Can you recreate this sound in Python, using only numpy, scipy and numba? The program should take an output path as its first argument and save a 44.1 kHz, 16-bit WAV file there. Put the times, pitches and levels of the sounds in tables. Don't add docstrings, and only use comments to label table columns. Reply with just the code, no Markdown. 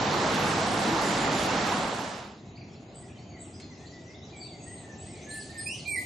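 import sys
import numpy as np
from scipy import signal
from scipy.fft import rfft, irfft, next_fast_len
from scipy.io import wavfile
from scipy.ndimage import uniform_filter1d
from numba import njit

SR = 44100
rng = np.random.default_rng(int(sys.argv[2]) if len(sys.argv) > 2 else 0)


def volts_from_db(level):
    exponent = np.asarray(level, float) / 20
    return 10 ** exponent


def output_pcm(signal):
    pcm = np.clip(np.atleast_2d(signal).T, -1, 1) * 32767
    wavfile.write(sys.argv[1], SR, np.round(pcm).astype(np.int16))


N = 266805

FADE_S = (1.573, 2.498)
HIGH_BOW = 0.0072


def over_hz(table, hz):
    f, v = np.transpose(table)
    return np.interp(np.log(hz + 1), np.log(f), v)


def faded():
    return np.clip((np.arange(N) / SR - FADE_S[0]) / (FADE_S[1] - FADE_S[0]), 0, 1)


def walk(rate):
    k = int(SR / rate)
    held = np.repeat(rng.standard_normal(N // k + 1), k)
    return 1.3 * uniform_filter1d(uniform_filter1d(held, k), k)[:N]


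def rush(source, colour, side, pan, swell_db, flicker_db, lift):
    size = next_fast_len(N)
    hz = np.fft.rfftfreq(size, 1 / SR)
    mid, wide = rfft(source, size) * volts_from_db(over_hz(colour, hz))
    wide = wide * volts_from_db(over_hz(side, hz))
    ears = np.array([mid + wide, mid - wide])
    ears = ears * volts_from_db(np.outer([.5, -.5], over_hz(pan, hz)))
    out = 0
    swell = swell_db * walk(1.6)
    for half_octave in np.arange(9, 29):
        share = np.clip(1 - abs(2 * np.log2(hz + 1) - half_octave), 0, 1)
        band = irfft(ears * share, size)[:, :N]
        out = out + band * volts_from_db(swell + flicker_db * walk(9) + lift(2 ** (half_octave / 2)))
    return out


@njit
def bubbles(start, hz, cycles, size, glide, length):
    out = np.zeros(length)
    for k in range(len(start)):
        phase = 0.
        span = cycles[k] * SR / hz[k]
        for i in range(min(int(3 * span), length - start[k])):
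            phase += 2 * np.pi * hz[k] * (1 + glide * i / span) / SR
            out[start[k] + i] += size[k] * np.exp(-2 * i / span) * np.sin(phase)
    return out


def froth(count, spread_db, cycles, share):
    when, pitch, big = rng.random((count, 3)).T
    hz = 150 * 70 ** pitch
    size = volts_from_db(-spread_db * np.log(1.003 - big)) * hz / 1000
    start = (when * 2.5 * SR).astype(np.int64)
    cloud = bubbles(start, hz, cycles + 0 * hz, size, 0.11, N)
    cloud = cloud / np.std(cloud[:2 * SR])
    share = np.clip(share, 0, 1)
    return np.sqrt(share) * cloud + np.sqrt(1 - share) * rng.standard_normal(N)


def gulps():
    # (time [s], pitch [Hz], level [dB], length [s])
    big_bubbles = [
        (0.236, 606, -25, .03),
        (0.547, 323, -29.5, 0.048),
        (0.608, 637, -25.5, 0.027),
        (0.851, 309, -30, 0.051),
        (0.898, 322.5, -29, 0.073),
        (1.718, 935, -20, 0.015),
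    ]
    out = np.zeros(N)
    for s, hz, db, length in big_bubbles:
        u = np.arange(int(length * SR)) / (length * SR)
        at = int(s * SR)
        ring = np.sin(2 * np.pi * hz * length * (u + 0.037 * u ** 2))
        out[at:at + len(u)] += volts_from_db(db) * np.sin(np.pi * u) * ring
    return out


def lock():
    # (frequency [Hz], density [dB per Hz])
    water_colour = [(15, -55), (25, -16), (60, -11.5), (101, -3), (211, 1), (407, -4.5), (851, -3),
                    (2440, -15), (4130, -16.5), (6630, -22.5), (7400, -22.5), (8410, -25), (12200, -29),
                    (13500, -43)]
    # (frequency [Hz], side over mid [dB])
    water_side = [(60, -19.5), (110, -14), (200, -19.5), (370, -14.5), (670, -10.5), (1230, -6.5),
                  (2250, -4), (4110, -9), (7520, -5), (13800, 5)]
    # (frequency [Hz], left over right [dB])
    water_pan = [(60, -1.5), (110, 0), (200, 0), (370, -0.5), (670, -0.5), (1230, -3), (2250, -5),
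                 (4110, -3.5), (7520, -2), (13800, 7.5)]
    boom_sag, spray_sag = -1, -0.03
    flow_db, flow_sag, surge_db = -26, -0.18, .35
    t = np.arange(N) / SR

    def lift(hz):
        return t * (boom_sag * (hz < 350) + spray_sag * (hz > 1700))

    source = np.array([froth(count=14000, spread_db=2.0, cycles=9.1, share=0.23) for _ in range(2)])
    pour = rush(source, water_colour, water_side, water_pan, swell_db=.25, flicker_db=.9, lift=lift)
    pour = pour / np.std(pour[:, :2 * SR])
    pour = pour * volts_from_db(flow_db + flow_sag * t + surge_db * walk(6))
    return pour * np.cos(np.pi / 2 * faded()) ** 2.01 + gulps()


def add(track, s, hz, parts, edge, rough):
    u = np.linspace(0, 1, len(hz))
    waver, flutter = uniform_filter1d(rng.standard_normal((2, len(hz))), size=150, axis=1)
    phase = 2 * np.pi * np.cumsum(hz * (1 + rough * waver)) / SR
    tone = sum(np.sqrt(2) * volts_from_db(db) * np.sin(k * phase) for k, db in parts)
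    flutter_db = 3.5 * min(rough / .2, 1)
    tone = tone * volts_from_db(flutter_db * 12 * flutter)
    at = int(s * SR)
    track[at:at + len(u)] += (tone * np.clip(np.minimum(u, 1 - u) / edge, 0, 1))[:N - at]


def far(notes, rough, bow):
    track = np.zeros(N)
    for s, length, first, last, db in notes:
        u = np.linspace(-1, 1, int(length * SR))
        hz = (first + last) / 2 * (1 + bow * (1 - u ** 2)) + u * (last - first) / 2
        add(track, s, hz, [(0.98, db)], .25, rough)
    return track


def trees(track, pan_db, wet_db, t60, alike):
    t = np.arange(int(.9 * SR)) / SR
    decay = np.exp(-np.log(1000) * t / t60) * np.minimum(t / 0.0011, 1)
    mid, side = rng.standard_normal((2, len(t))) * decay
    alike = np.clip(alike, 0, 1)
    tail = np.sqrt(1 + alike) * mid + np.sqrt(1 - alike) * np.outer([1, -1], side)
    tail = tail * volts_from_db(wet_db) / np.sqrt(np.mean(np.sum(tail ** 2, axis=1)))
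    direct = np.outer(volts_from_db(np.array([pan_db, -pan_db]) / 2), track)
    return direct + signal.fftconvolve(track[None], tail, axes=1)[:, :N]


def high_notes():
    # (time [s], length [s], level [dB])
    thin_seeps = [
        (1.03, .12, -49.5),
        (1.18, .1, -50),
        (1.32, .14, -50.5),
    ]
    # (time [s], length [s], first pitch [Hz], last pitch [Hz], level [dB])
    far_high = [(2.48, 0.045, 6840, 6700, -75), (2.8, 0.035, 7000, 6900, -69),
                (3.19, .049, 5650, 5660, -70), (3.28, 0.042, 6920, 6500, -63),
                (3.41, .046, 6600, 6600, -69), (3.61, 0.071, 7070, 6750, -69),
                (3.83, 0.13, 7560, 7000, -67.5), (4.36, 0.05, 8100, 7400, -53),
                (4.42, .04, 8070, 8650, -58), (4.57, 0.16, 6690, 6690, -57.5),
                (5.21, 0.074, 6000, 6980, -55.5), (5.67, 0.022, 7300, 8000, -55),
                (5.97, .08, 7300, 7400, -60)]
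    # (time [s], length [s], first pitch [Hz], last pitch [Hz], level [dB])
    trilled = [
        (2.94, 0.068, 8170, 7950, -56),
        (3.39, 0.058, 7840, 7880, -54),
        (2.99, 0.047, 8700, 9340, -65.5),
        (3.43, 0.056, 8500, 9260, -65.5),
        (5.725, 0.048, 2950, 2980, -49.5),
        (5.725, 0.036, 5820, 6270, -47.5),
    ]
    seeps = [(s, length, 7280, 7100, db) for s, length, db in thin_seeps]
    return far(far_high + seeps, 0.06, HIGH_BOW) + far(trilled, 0.45, 0.016)


def reach():
    # (frequency [Hz], density [dB per Hz])
    reach_colour = [(15, -57), (25, -29.5), (92, 3), (394, -4), (494, -12), (737, -8.5), (901, -17.5),
                    (1560, -27.5), (2110, -28), (4710, -31), (5600, -34.5), (6870, -26.5), (7700, -31.5),
                    (13000, -39.5)]
    # (frequency [Hz], side over mid [dB])
    reach_side = [(60, -25), (110, -20.5), (200, -20), (370, -15), (670, -11.5), (1230, -4.5), (2250, 0.5),
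                  (4110, -4), (7520, -11), (13800, -25)]
    hush_db, rise_db_per_s = -46.5, .5
    since = np.maximum(np.arange(N) / SR - FADE_S[1], 0)

    def lift(hz):
        return 10.5 * (since / since[-1]) ** 3.3 * (hz > 2500)

    source = rng.standard_normal((2, N))
    hush = rush(source, reach_colour, reach_side, [(60, .2), (9000, .3)], swell_db=.3, flicker_db=1.1, lift=lift)
    hush = hush / np.sqrt(np.mean(hush ** 2))
    return hush * volts_from_db(hush_db + rise_db_per_s * since) * faded()


def chorus(count, db, rise_db):
    when, length, pitch, slur, size = rng.random((count, 5)).T
    hz = 2000 * 3.3 ** pitch
    bend = .4 * (slur - .55) * hz
    loud = db + 8 * size + rise_db * when ** 2
    return far(zip(2.2 + 3.75 * when, 0.0139 + .05 * length, hz - bend, hz + bend, loud), .15, 0)


def warbler():
    # (time [s], length [s], first pitch [Hz], last pitch [Hz], level [dB])
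    free_notes = [
        (2.55, 0.024, 4360, 4860, -59.5),
        (3.29, 0.046, 4660, 4450, -63.5),
        (3.53, 0.052, 4950, 5220, -60),
        (3.61, 0.029, 4310, 4250, -58),
        (3.66, .2, 4250, 4230, -77),
        (4.395, 0.058, 4700, 4560, -50.5),
        (4.4, 0.12, 4550, 3170, -62.5),
        (5.66, 0.081, 7420, 10000, -56),
    ]
    # (time [s], level [dB])
    flicks_up = [(2.74, -66), (2.901, -71), (3.17, -66), (3.852, -57.5), (5.141, -66), (5.3, -56),
                 (5.49, -56.5), (5.849, -51.5)]
    flicks_down = [(5.392, -55.5), (5.581, -53.5), (5.77, -54), (5.95, -52.5)]
    long_falls = [(3.7, -67), (3.88, -66), (4.05, -66), (4.22, -66)]
    # (length [s], first pitch [Hz], last pitch [Hz])
    stock = [((.03, 3600, 4900), flicks_up), ((.04, 5600, 3750), flicks_down), ((.075, 6700, 4300), long_falls)]
    slurs = [(s, *shape, db) for shape, sung in stock for s, db in sung]
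    return far(slurs, 0.24, 0.0288) + far(free_notes, 0.14, HIGH_BOW)


def far_thrush():
    # (time [s], length [s], first pitch [Hz], last pitch [Hz], level [dB])
    distant_flutes = [(2.57, 0.018, 1965, 3000, -56), (2.61, 0.016, 2880, 2000, -55),
                      (3.02, 0.036, 2030, 1900, -64), (3.08, .063, 1710, 1750, -67),
                      (3.09, 0.041, 2510, 2350, -62.5), (3.15, .04, 3180, 3020, -63),
                      (3.33, 0.056, 2290, 1920, -56.5), (3.43, 0.07, 3700, 2290, -66),
                      (3.63, 0.013, 3700, 3250, -62), (3.705, 0.034, 2160, 1930, -56.5),
                      (3.78, 0.1, 1750, 1984, -63.5), (3.91, 0.095, 2008, 1988, -57.5),
                      (4.07, 0.062, 2000, 2230, -56.5), (4.14, 0.023, 3280, 4010, -55),
                      (4.22, 0.025, 3550, 4190, -54.5), (4.32, 0.074, 2510, 2200, -54),
                      (4.51, 0.079, 2224, 2000, -61), (4.65, 0.1, 1865, 2064, -56.5),
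                      (4.82, .14, 1849, 1778, -56.5), (5.06, 0.073, 1930, 2280, -59),
                      (5.11, 0.14, 2620, 1987, -59.5)]
    return far(distant_flutes, 0.07, 0.0063)


def twig():
    snap_s, snap_db = 3.6, -41
    out = np.zeros(N)
    t = np.arange(1500) / SR
    band = signal.butter(2, [1200, 8000], "band", fs=SR)
    crack = signal.lfilter(*band, rng.standard_normal(len(t)))
    out[int(snap_s * SR):][:len(t)] = volts_from_db(snap_db) * crack * np.exp(-t / 0.01)
    return out


def arcs():
    # (time [s], length [s], first pitch [Hz], top pitch [Hz], level [dB])
    arched = [
        (4.624, 0.21, 8120, 8700, -54),
        (4.977, 0.17, 7720, 8500, -53.5),
        (5.283, 0.13, 8290, 9530, -47.5),
        (5.296, 0.17, 7200, 8200, -53.5),
        (5.574, .115, 8250, 9270, -42),
        (5.877, .11, 8150, 9070, -40),
    ]
    top_at = .7
    fall_per_s, fade_db = .85, -5
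    track = np.zeros(N)
    for s, length, first_hz, top_hz, db in arched:
        u = np.linspace(0, 1, int(length * SR))
        climb = np.sin(np.pi / 2 * np.minimum(u / top_at, 1))
        fall = fall_per_s * length * (np.maximum(u - top_at, 0) / (1 - top_at)) ** 2
        hz = first_hz + (top_hz - first_hz) * climb - top_hz * fall
        add(track, s, hz, [(0.97, db + fade_db * u ** 2)], .07, .04)
    return track


def near_thrush():
    # (time [s], pitch [Hz], level [dB])
    thrush_curves = [
        [(5.26, 1696, -60), (5.292, 1730, -49.5), (5.364, 1765, -46), (5.406, 1722, -50), (5.43, 1670, -62)],
        [(5.49, 1750, -60), (5.505, 1813, -46), (5.53, 1820, -64), (5.555, 1832, -48.5), (5.6, 1795, -40),
         (5.635, 1710, -67)],
        [(5.655, 2460, -49), (5.671, 2480, -36), (5.739, 2955, -43.5), (5.77, 2916, -57)],
        [(5.85, 2336, -41.5), (5.882, 2416, -36), (5.946, 2253, -34.5), (5.972, 1930, -36), (5.982, 2029, -31),
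         (6.05, 1998, -44)],
    ]
    octaves = [-35, -23, -8.5, -26.5]
    beak_hz, beak_width_hz, beak_db = 11500, 2200, -20.5
    track = np.zeros(N)
    for note, octave_db in zip(thrush_curves, octaves):
        s, *columns = np.transpose(note)
        hz, db = (np.interp(np.arange(s[0], s[-1], 1 / SR), s, c) for c in columns)
        top = [(k, db + beak_db - 6 * ((k * hz - beak_hz) / beak_width_hz) ** 2) for k in range(4, 8)]
        add(track, s[0], hz, [(1, db), (2, db + octave_db)] + top, .06, .04)
    return track


def scene():
    birds = trees(high_notes(), pan_db=0.99, wet_db=0.93, t60=0.75, alike=0.77)
    birds += trees(chorus(count=260, db=-78, rise_db=8.5), pan_db=.1, wet_db=4.4, t60=0.41, alike=0.85)
    birds += trees(warbler(), pan_db=.3, wet_db=6, t60=.6, alike=.6)
    birds += trees(far_thrush(), pan_db=-.5, wet_db=2, t60=.9, alike=0.37)
    birds += trees(arcs(), pan_db=-.5, wet_db=1.1, t60=0.46, alike=0.84)
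    birds += trees(near_thrush(), pan_db=-5.5, wet_db=-0.37, t60=0.37, alike=0.52)
    return lock() + reach() + birds + trees(twig(), pan_db=.1, wet_db=1.7, t60=0.63, alike=0.42)


def starve(x, follow, near_db, wide_db, whim_db):
    # (frequency [Hz], threshold under the loudness [dB])
    kept_above = [(300, -62), (1300, -55), (3000, -50), (5500, -44.5), (7000, -41.5), (8400, -34),
                  (13000, -31.5)]
    hz, _, cells = signal.stft(x, SR, "cosine", 2048)
    power = abs(cells) ** 2
    both = power.mean(axis=0)
    loud = uniform_filter1d(np.where(hz < 1500, 1, .3) @ both, size=5)
    loud_db = 10 * np.log10(loud + 1e-12) + 28
    limit = volts_from_db(2 * (follow * loud_db - 29.5 + over_hz(kept_above, hz)[:, None]))
    limit = limit + volts_from_db(2 * near_db) * uniform_filter1d(both, size=70, axis=0)
    treble = uniform_filter1d(both * (hz[:, None] > 1500), size=260, axis=0)
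    limit = limit + volts_from_db(2 * wide_db) * treble * (hz[:, None] > 1150)
    whim = rng.standard_normal((3, len(hz) // 12 + 1, power.shape[2]))
    whim = whim + .45 * rng.standard_normal(power.shape[2])
    whim = .4 * whim[:2] + .92 * whim[2]
    whim = np.repeat(uniform_filter1d(whim, size=2, axis=2), 12, axis=1)[:, :len(hz)]
    kept = cells * (uniform_filter1d(power, size=3, axis=1) > limit * volts_from_db(2 * whim_db * whim))
    return signal.istft(kept, SR, "cosine", 2048)[1][:, :N]


def top_cut(x):
    return signal.sosfilt(signal.butter(12, 14360, fs=SR, output="sos"), x)


def record(dry):
    thin = starve(dry, follow=.97, near_db=-18, wide_db=-16, whim_db=3.6)
    return top_cut(thin)


dry = scene()
out = record(dry)
output_pcm(out)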